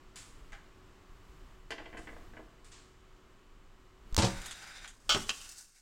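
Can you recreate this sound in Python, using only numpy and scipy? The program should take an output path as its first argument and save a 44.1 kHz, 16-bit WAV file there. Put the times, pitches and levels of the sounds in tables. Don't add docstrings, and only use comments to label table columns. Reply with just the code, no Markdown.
import sys
import numpy as np
from scipy import signal
from scipy.fft import rfft, irfft
from scipy.io import wavfile
from scipy.ndimage import uniform_filter1d

SR = 44100
rng = np.random.default_rng(int(sys.argv[2]) if len(sys.argv) > 2 else 0)


def inscribe(sig):
    pcm = np.round(np.clip(np.atleast_2d(sig).T, -1, 1) * 32767)
    wavfile.write(sys.argv[1], SR, pcm.astype(np.int16))


N = 256485
T = np.arange(N) / SR
AGE = T[:SR]

# frequency in Hz, relative level in dB.
AIR_SPECTRUM = [(40, -21.5), (90, -0.5), (158, -7.5), (260, -8), (400, -8.5), (520, -14.5), (820, -15.5),
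                (1100, -11), (1500, -16), (3000, -22), (6000, -29.5), (7600, -28.5), (10000, -41.5),
                (16000, -43.5)]
# mean frequency in Hz, central level in dB.
HUM_PARTIALS = [(296, -78), (371, -71), (1104, -80), (1184, -85), (1287, -85), (2950, -87), (3009, -83)]
# middle in seconds, half length in seconds,
# rumble level in dB.
HAND_MOVES = [(0.43, 0.25, -53.5), (1.34, 0.36, -52.5), (2.146, 0.31, -49), (4.294, 0.21, -44),
              (5.193, .11, -46.5)]
# frequency in Hz, relative level in dB.
RUMBLE_SPECTRUM = [(10, -4), (25, 6), (55, -5), (90, -17.5), (200, -22.5), (600, -51)]
HAND_REST_DB = -59
RUSTLE_DB = -11
AIR_DB, AIR_SAG_DB_PER_S = -61.5, .5
HUM_END_S, AIR_DROP_DB = 4.17, -2
FADE_START_S, FADE_DB_PER_S = 5.46, 49

# start in seconds, level in dB, low-pass cutoff in Hz, T60 in seconds.
CLICKS = [(0.158, -48, 15000, 0.57), (1.972, -58.5, 11700, 0.58), (2.645, -60, 15400, 0.6),
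          (2.717, -53, 7600, 0.64)]
# frequency in Hz, relative level in dB.
CLICK_SPECTRUM = [(400, -18), (1100, -1), (2000, -2), (4500, -1.5), (6000, -3.5), (7600, 3), (9000, -3.5),
                  (10200, -9), (12000, -19), (16000, -20)]

# start in seconds, level in dB, low-pass cutoff in Hz, T60 in seconds.
NUDGES = [(0.521, -53, 12000, 0.15), (0.528, -50, 9000, 0.2), (0.548, -52.5, 3060, 0.16)]
# frequency in Hz, relative level in dB.
NUDGE_SPECTRUM = [(200, -29), (750, -1), (1050, -11), (1600, 5.5), (2250, -6), (3000, -8), (4500, -16),
                  (7500, -15.5), (10000, -27), (16000, -33)]
# frequency in Hz, mean relative level in dB, free T60 in seconds.
NUDGE_MODES = [(806, -9, 0.22), (1630, -5, 0.22), (2086, 0, .2), (2305, -6, .15), (2835, -2, 0.11)]

# start in seconds, level in dB, low-pass cutoff in Hz.
CLACKS = [(1.706, -36, 12100), (1.719, -35.5, 4900), (1.7806, -40.5, 3720), (1.799, -38, 1190),
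          (1.8574, -42, 3120), (1.9288, -42, 2070), (1.945, -41, 1670), (1.9707, -39, 2400),
          (1.99, -41, 1280), (2.0714, -41, 2300), (2.089, -42, 1900), (2.128, -45, 900), (2.163, -44, 1300),
          (2.3358, -46.5, 1500), (2.3688, -42.5, 2030), (2.393, -41, 1180)]
# frequency in Hz, relative level in dB.
CLACK_SPECTRUM = [(120, -47), (220, -4.5), (310, -4.5), (520, -5.5), (660, -8), (1000, -6.5), (1300, -11),
                  (1700, -4), (2200, -11.5), (3100, -9), (3800, -16), (4600, -14.5), (7000, -17.5),
                  (16000, -40)]
# mean frequency in Hz, mean relative level in dB,
# free T60 in seconds.
TONG_MODES = [(315, -4, .17), (463, -8, .17), (657, -5, .18), (708, -8, .15), (1060, -10, .1),
              (1565, -4, .09), (1712, -1, .07), (1946, 0, .08), (2060, -1, .08), (2336, -4, .08),
              (2692, -6, .1), (2900, -4, .07), (3074, -1, .08), (4398, -11, .11), (4721, -12, .11),
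              (5125, -14, .08), (6842, -16, .08)]
CLACK_T60_S = .12

# start in seconds, level in dB, T60 of the fizz in seconds.
POPS = [(4.1263, -36.5, .008), (4.146, -17, 0.0047), (4.166, -8.5, 0.012)]
# frequency in Hz, relative level in dB.
POP_SPECTRUM = [(200, -10), (1500, -3), (2500, -10), (3800, 2), (7000, -2), (10000, -13.5), (16000, -15)]

# start in seconds, level in dB, low-pass cutoff in Hz,
# T60 in seconds.
CASE_KNOCKS = [(4.178, -18.5, 14000, 0.045), (4.186, -22.5, 11000, 0.28), (4.222, -22, 9000, 0.1),
               (4.229, -26.5, 6000, 0.18), (4.243, -25.5, 12500, 0.21), (4.267, -33, 1510, 0.29)]
# frequency in Hz, relative level in dB.
CASE_SPECTRUM = [(25, -18), (60, 0.5), (112, 5.5), (150, -14), (190, -5), (270, -12), (330, -3.5),
                 (400, -14.5), (760, -6.5), (1300, -15.5), (2200, -16), (4500, -14.5), (8000, -18.5),
                 (11000, -32), (16000, -39)]
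# mean frequency in Hz, mean relative level in dB, free T60 in seconds.
CASE_MODES = [(100, -1, .16), (121, -1, .18), (188, 0, .22), (232, -2, .2), (319, -1, .22), (360, -7, .16),
              (410, -8, .15), (469, -3, .22), (553, -4, .22), (650, -9, .15), (721, -7, .18),
              (744, -8, .16), (879, -6, .19), (917, -7, .22), (995, -10, .17), (1184, -9, .22),
              (1270, -12, .18), (1389, -12, .22)]

# start in seconds, length in seconds, grinding level in dB,
# hiss level in dB, easing of the grinding in dB per second.
PUSHES = [(4.288, 0.57, -49.5, -54, 4), (4.955, 0.16, -81, -72.5, 20), (5.153, 0.38, -55, -48, 22),
          (5.59, 0.041, -64.5, -54, 32), (5.759, .035, -70, -63.5, 18)]
PUSH_ATTACK_DB_PER_S, PUSH_RELEASE_DB_PER_S = 296, 218
GRIT_EASING_DB_PER_S = 20
# frequency in Hz, relative level in dB.
GRIND_SPECTRUM = [(100, -8), (260, -7), (480, -11.5), (800, -1.5), (1150, -9.5), (1500, 5), (2200, -5.5),
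                  (2650, -7.5), (3200, -7), (6000, -13), (9000, -30), (16000, -30)]
# frequency in Hz, relative level in dB.
GRIT_SPECTRUM = [(2500, -37), (4500, -1), (6500, 1), (8500, 0), (10500, -9.5), (13000, -14.5), (16000, -19)]
# frequency in Hz, width in Hz, central relative level in dB.
SLIDE_PEAKS = [(1500, 100, -2), (2180, 400, -2.5), (2680, 150, -7), (3690, 260, -1), (4810, 230, -3),
               (5830, 140, -7), (7100, 160, -4), (8570, 130, -6), (10100, 350, -27)]
SLIDE_SWELL_DB = 2.8

# start in seconds, level in dB, low-pass cutoff in Hz, T60 in seconds.
CATCHES = [(4.417, -41.5, 13870, 0.044), (4.4592, -39, 14000, 0.13), (4.5101, -36.5, 9000, 0.094),
           (4.521, -39, 8000, 0.072), (4.8448, -37, 3500, 0.12), (4.876, -43.5, 8900, 0.17)]
# frequency in Hz, relative level in dB.
CATCH_SPECTRUM = [(470, -31), (800, -6), (2070, -2.5), (2630, -4.5), (3340, 1), (5380, -13), (6570, 2.5),
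                  (9450, -3), (16000, -18)]

# start in seconds, level in dB, low-pass cutoff in Hz,
# T60 in seconds.
KNOCKS = [(5.0928, -21.5, 14000, 0.23), (5.1045, -23.5, 7000, 0.11), (5.121, -25.5, 8000, 0.11),
          (5.147, -23, 10100, 0.048), (5.157, -33, 1780, 0.057)]
# frequency in Hz, relative level in dB.
KNOCK_SPECTRUM = [(120, -27), (300, -18), (600, -13.5), (950, -18), (1330, -7), (1900, -23), (2500, -12),
                  (3250, -5), (4000, -16), (7000, -13), (9500, -24), (13000, -36), (15200, -19),
                  (16000, -30)]
# mean frequency in Hz, mean relative level in dB struck at the foot,
# the same struck at the rim, free T60 in seconds.
PLATE_MODES = [(590, -13, -22, .12), (845, -12, -14, .11), (1120, -16, -5, .13), (1193, -7, -8, .13),
               (1290, -6, -13, .13), (1371, -5, -5, .12), (1470, -8, -16, .11), (1700, -15, -11, .1),
               (2180, -11, -20, .14), (2386, -10, -16, .1), (2555, -11, -16, .1), (2675, -12, -1, .13),
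               (2922, -6, -8, .16), (3135, -1, -5, .11), (3219, -4, -14, .12), (3310, -5, -17, .09),
               (3444, -3, -17, .12), (3941, -9, -12, .17), (4174, -13, -8, .12), (4442, -9, -15, .15),
               (4714, -7, -17, .13), (5020, -8, -13, .14), (5196, -18, -8, .1), (5474, -8, -20, .15),
               (5600, -10, -22, .1), (5965, -9, -11, .14), (6365, -12, -20, .13), (6765, -11, -9, .14),
               (7149, -9, -16, .12), (7806, -11, -25, .1)]
# start in seconds, level in dB, low-pass cutoff in Hz,
# T60 in seconds.
THUDS = [(5.146, -32.5, 1580, 0.11), (5.158, -32, 1500, 0.12), (5.187, -37.5, 350, 0.14)]
# frequency in Hz, relative level in dB.
THUD_SPECTRUM = [(40, -12), (95, -1), (200, -8), (400, -10), (700, -11.5), (1300, -5.5), (2500, -9.5),
                 (8000, -44)]
# mean frequency in Hz, mean relative level in dB, free T60 in seconds.
COUNTER_MODES = [(188, -2, 0.13), (221, -6, 0.25), (267, -5.5, 0.14), (362.6, 2.5, 0.12), (428, 1, 0.11)]
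# start in seconds, level in dB, low-pass cutoff in Hz, T60 in seconds.
RIM_TAPS = [(5.2928, -24, 9500, 0.047), (5.302, -27.5, 3920, 0.063), (5.4035, -51.5, 4080, 0.62)]
# frequency in Hz, relative level in dB.
RIM_SPECTRUM = [(120, -58), (200, -12), (950, -15), (1140, -25), (1590, -12), (1840, -7), (2210, -15.5),
                (2700, 3), (3490, -7), (6880, -7), (16000, -59)]

TOP_HZ = 15900


def undb(db):
    return 10 ** (np.asarray(db) / 20)


def unit(x):
    return x / np.sqrt(np.mean(x ** 2))


def fade(t60):
    return np.exp(-np.log(1000) * AGE / max(t60, 1e-3))


def add(out, start, x):
    first = int(start * SR)
    out[first:first + len(x)] += x[:N - first]


def colour(x, points):
    size = 4096
    hz, db = np.transpose(points)
    bin_hz = np.arange(size // 2 + 1) * SR / size
    gain = unit(undb(np.interp(np.log(bin_hz + 1), np.log(hz), db)))
    cepstrum = irfft(np.log(gain))
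    cepstrum[1:size // 2] *= 2
    cepstrum[size // 2 + 1:] = 0
    response = irfft(np.exp(rfft(cepstrum)))
    return signal.fftconvolve(x, response)[:len(x)]


def lowpass(x, hz, order=3):
    return signal.sosfilt(signal.butter(order, min(hz, SR / 2 - 1000), fs=SR, output="sos"), x)


def walk(rate):
    hold = int(SR / rate)
    steps = np.repeat(rng.standard_normal(N // hold + 2), hold)
    return unit(uniform_filter1d(steps, hold)[:N])


def background():
    moves = sum(undb(db) * np.exp(-((T - middle) / half) ** 2) for middle, half, db in HAND_MOVES)
    hum_gain = np.clip((HUM_END_S - T) * 20, 0, 1)
    room = undb(AIR_DB - AIR_SAG_DB_PER_S * T + AIR_DROP_DB * (1 - hum_gain))
    air_level = np.hypot(room, undb(RUSTLE_DB) * moves) * undb(.5 * walk(7.63))
    air = colour(rng.standard_normal(N), AIR_SPECTRUM) * air_level
    rumble = unit(colour(rng.standard_normal(N), RUMBLE_SPECTRUM)) * np.hypot(undb(HAND_REST_DB), moves)
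    hum = np.zeros(N)
    for hz, db in HUM_PARTIALS:
        level = undb(db + 2 * walk(2.946)) * np.sqrt(2)
        phase = 2 * np.pi * np.cumsum(hz * (1 + 0.0031 * walk(20))) / SR
        hum += level * np.sin(phase)
    ending = undb(-FADE_DB_PER_S * np.maximum(T - FADE_START_S, 0))
    return (air + rumble + hum * hum_gain) * ending


def ring(modes, damping, detune):
    hz, db, t60 = np.transpose(modes)
    chance = rng.standard_normal((len(hz), 3))
    size = undb(db + 1.9 * chance[:, 0])
    size = size / np.sqrt(np.sum(size ** 2) / 2)
    hz = hz * (1 + detune * chance[:, 2])
    return sum(a * fade(d / damping) * np.sin(2 * np.pi * (f * AGE + p))
               for f, a, d, p in zip(hz, size, t60, chance[:, 1]))


def blows(rows, spectrum, crack_db, modes=(), ring_db=0, free_t60=.1, detune=0):
    out = np.zeros(N)
    for start, db, cutoff_hz, t60 in rows:
        body = undb(crack_db) * colour(rng.standard_normal(SR) * fade(t60), spectrum)
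        if len(modes):
            body = body + undb(ring_db) * ring(modes, free_t60 / t60, detune)
        add(out, start, undb(db) * lowpass(body, cutoff_hz))
    return out


def tong_clicks():
    return blows(CLICKS, CLICK_SPECTRUM, crack_db=0)


def dish_nudges():
    return blows(NUDGES, NUDGE_SPECTRUM, crack_db=0.5, modes=NUDGE_MODES, ring_db=-1.0, free_t60=0.38)


def kitchen(x, wet_db, t60):
    tail = lowpass(rng.standard_normal(SR), 12500) * fade(t60) * np.minimum(AGE / 0.0031, 1)
    tail = tail / np.sqrt(np.sum(tail ** 2))
    return x + undb(wet_db) * signal.fftconvolve(x, tail)[:N]


def tong_clatter():
    rows = [(*row, CLACK_T60_S) for row in CLACKS]
    return blows(rows, CLACK_SPECTRUM, crack_db=-4.5, modes=TONG_MODES, ring_db=-2.5,
                 free_t60=0.11, detune=0.0198)


def swing_and_pops(start, db, period, fizz_db):
    out = np.zeros(N)
    phase = AGE / period
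    add(out, start, -undb(db) * np.sin(2 * np.pi * phase) * np.exp(-2 * phase))
    for pop_start, pop_db, t60 in POPS:
        spike = (AGE == 0) + undb(fizz_db) * rng.standard_normal(SR) * fade(t60)
        add(out, pop_start, undb(pop_db) * colour(spike, POP_SPECTRUM))
    return out


def case_knocks():
    return blows(CASE_KNOCKS, CASE_SPECTRUM, crack_db=-2.5, modes=CASE_MODES, ring_db=-5.5,
                 free_t60=0.16, detune=0.0031)


def push(start, length, db, easing):
    early, late = np.maximum(start - T, 0), np.maximum(T - start - length, 0)
    eased = easing * np.clip(T - start, 0, length)
    return undb(db - PUSH_ATTACK_DB_PER_S * early - eased - PUSH_RELEASE_DB_PER_S * late)


def scrape(grind_db, peaks_db, grit_db, grain_db, judder_db):
    judder = undb(judder_db * walk(60))
    slips = [rng.standard_normal(N) * undb(grain_db * walk(1500)) * judder for _ in range(3)]
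    peaks = np.zeros(N)
    for hz, width, db in SLIDE_PEAKS:
        resonance = signal.lfilter(*signal.iirpeak(hz, hz / width, fs=SR), slips[0])
        peaks += undb(db + SLIDE_SWELL_DB * walk(11)) * resonance
    grind = undb(grind_db) * unit(colour(slips[1], GRIND_SPECTRUM))
    grind += undb(peaks_db) * unit(lowpass(peaks, 8500))
    coarse = (rng.random(N) < 22 / SR) * rng.exponential(0.79, N)
    scratches = 1 + signal.fftconvolve(coarse, fade(0.053))[:N]
    grit = undb(grit_db) * unit(colour(slips[2] * scratches, GRIT_SPECTRUM))
    out = np.zeros(N)
    for start, length, low_db, high_db, easing in PUSHES:
        out += grind * push(start, length, low_db, easing)
        out += grit * push(start, length, high_db, GRIT_EASING_DB_PER_S)
    return out


def foot_catches():
    return blows(CATCHES, CATCH_SPECTRUM, crack_db=-2.5)


def plate():
    hz, foot_db, rim_db, t60 = np.transpose(PLATE_MODES)
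    foot = blows(KNOCKS, KNOCK_SPECTRUM, crack_db=-7.0, modes=np.c_[hz, foot_db, t60], ring_db=-2.1,
                 free_t60=0.14, detune=0.0013)
    counter = blows(THUDS, THUD_SPECTRUM, crack_db=2.5, modes=COUNTER_MODES, ring_db=-4.5,
                    free_t60=0.1, detune=0.029)
    rim = blows(RIM_TAPS, RIM_SPECTRUM, crack_db=-2, modes=np.c_[hz, rim_db, t60], ring_db=-7.0,
                free_t60=.11)
    return foot + counter + rim


def scene():
    steady = background()
    clicks = tong_clicks()
    tongs = kitchen(dish_nudges() + tong_clatter(), wet_db=-10, t60=0.55)
    near = swing_and_pops(start=4.126, db=-21.5, period=0.037, fizz_db=-14.0) + case_knocks()
    sliding = scrape(grind_db=-2.5, peaks_db=-2.0, grit_db=0.5, grain_db=1, judder_db=1.5) + foot_catches()
    knocking = kitchen(plate(), wet_db=-13.5, t60=0.4)
    return (steady + clicks + tongs + near + sliding + knocking)[None]


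def record(dry):
    return signal.sosfilt(signal.ellip(10, .2, 70, TOP_HZ, fs=SR, output="sos"), dry)


dry = scene()
out = record(dry)
inscribe(out)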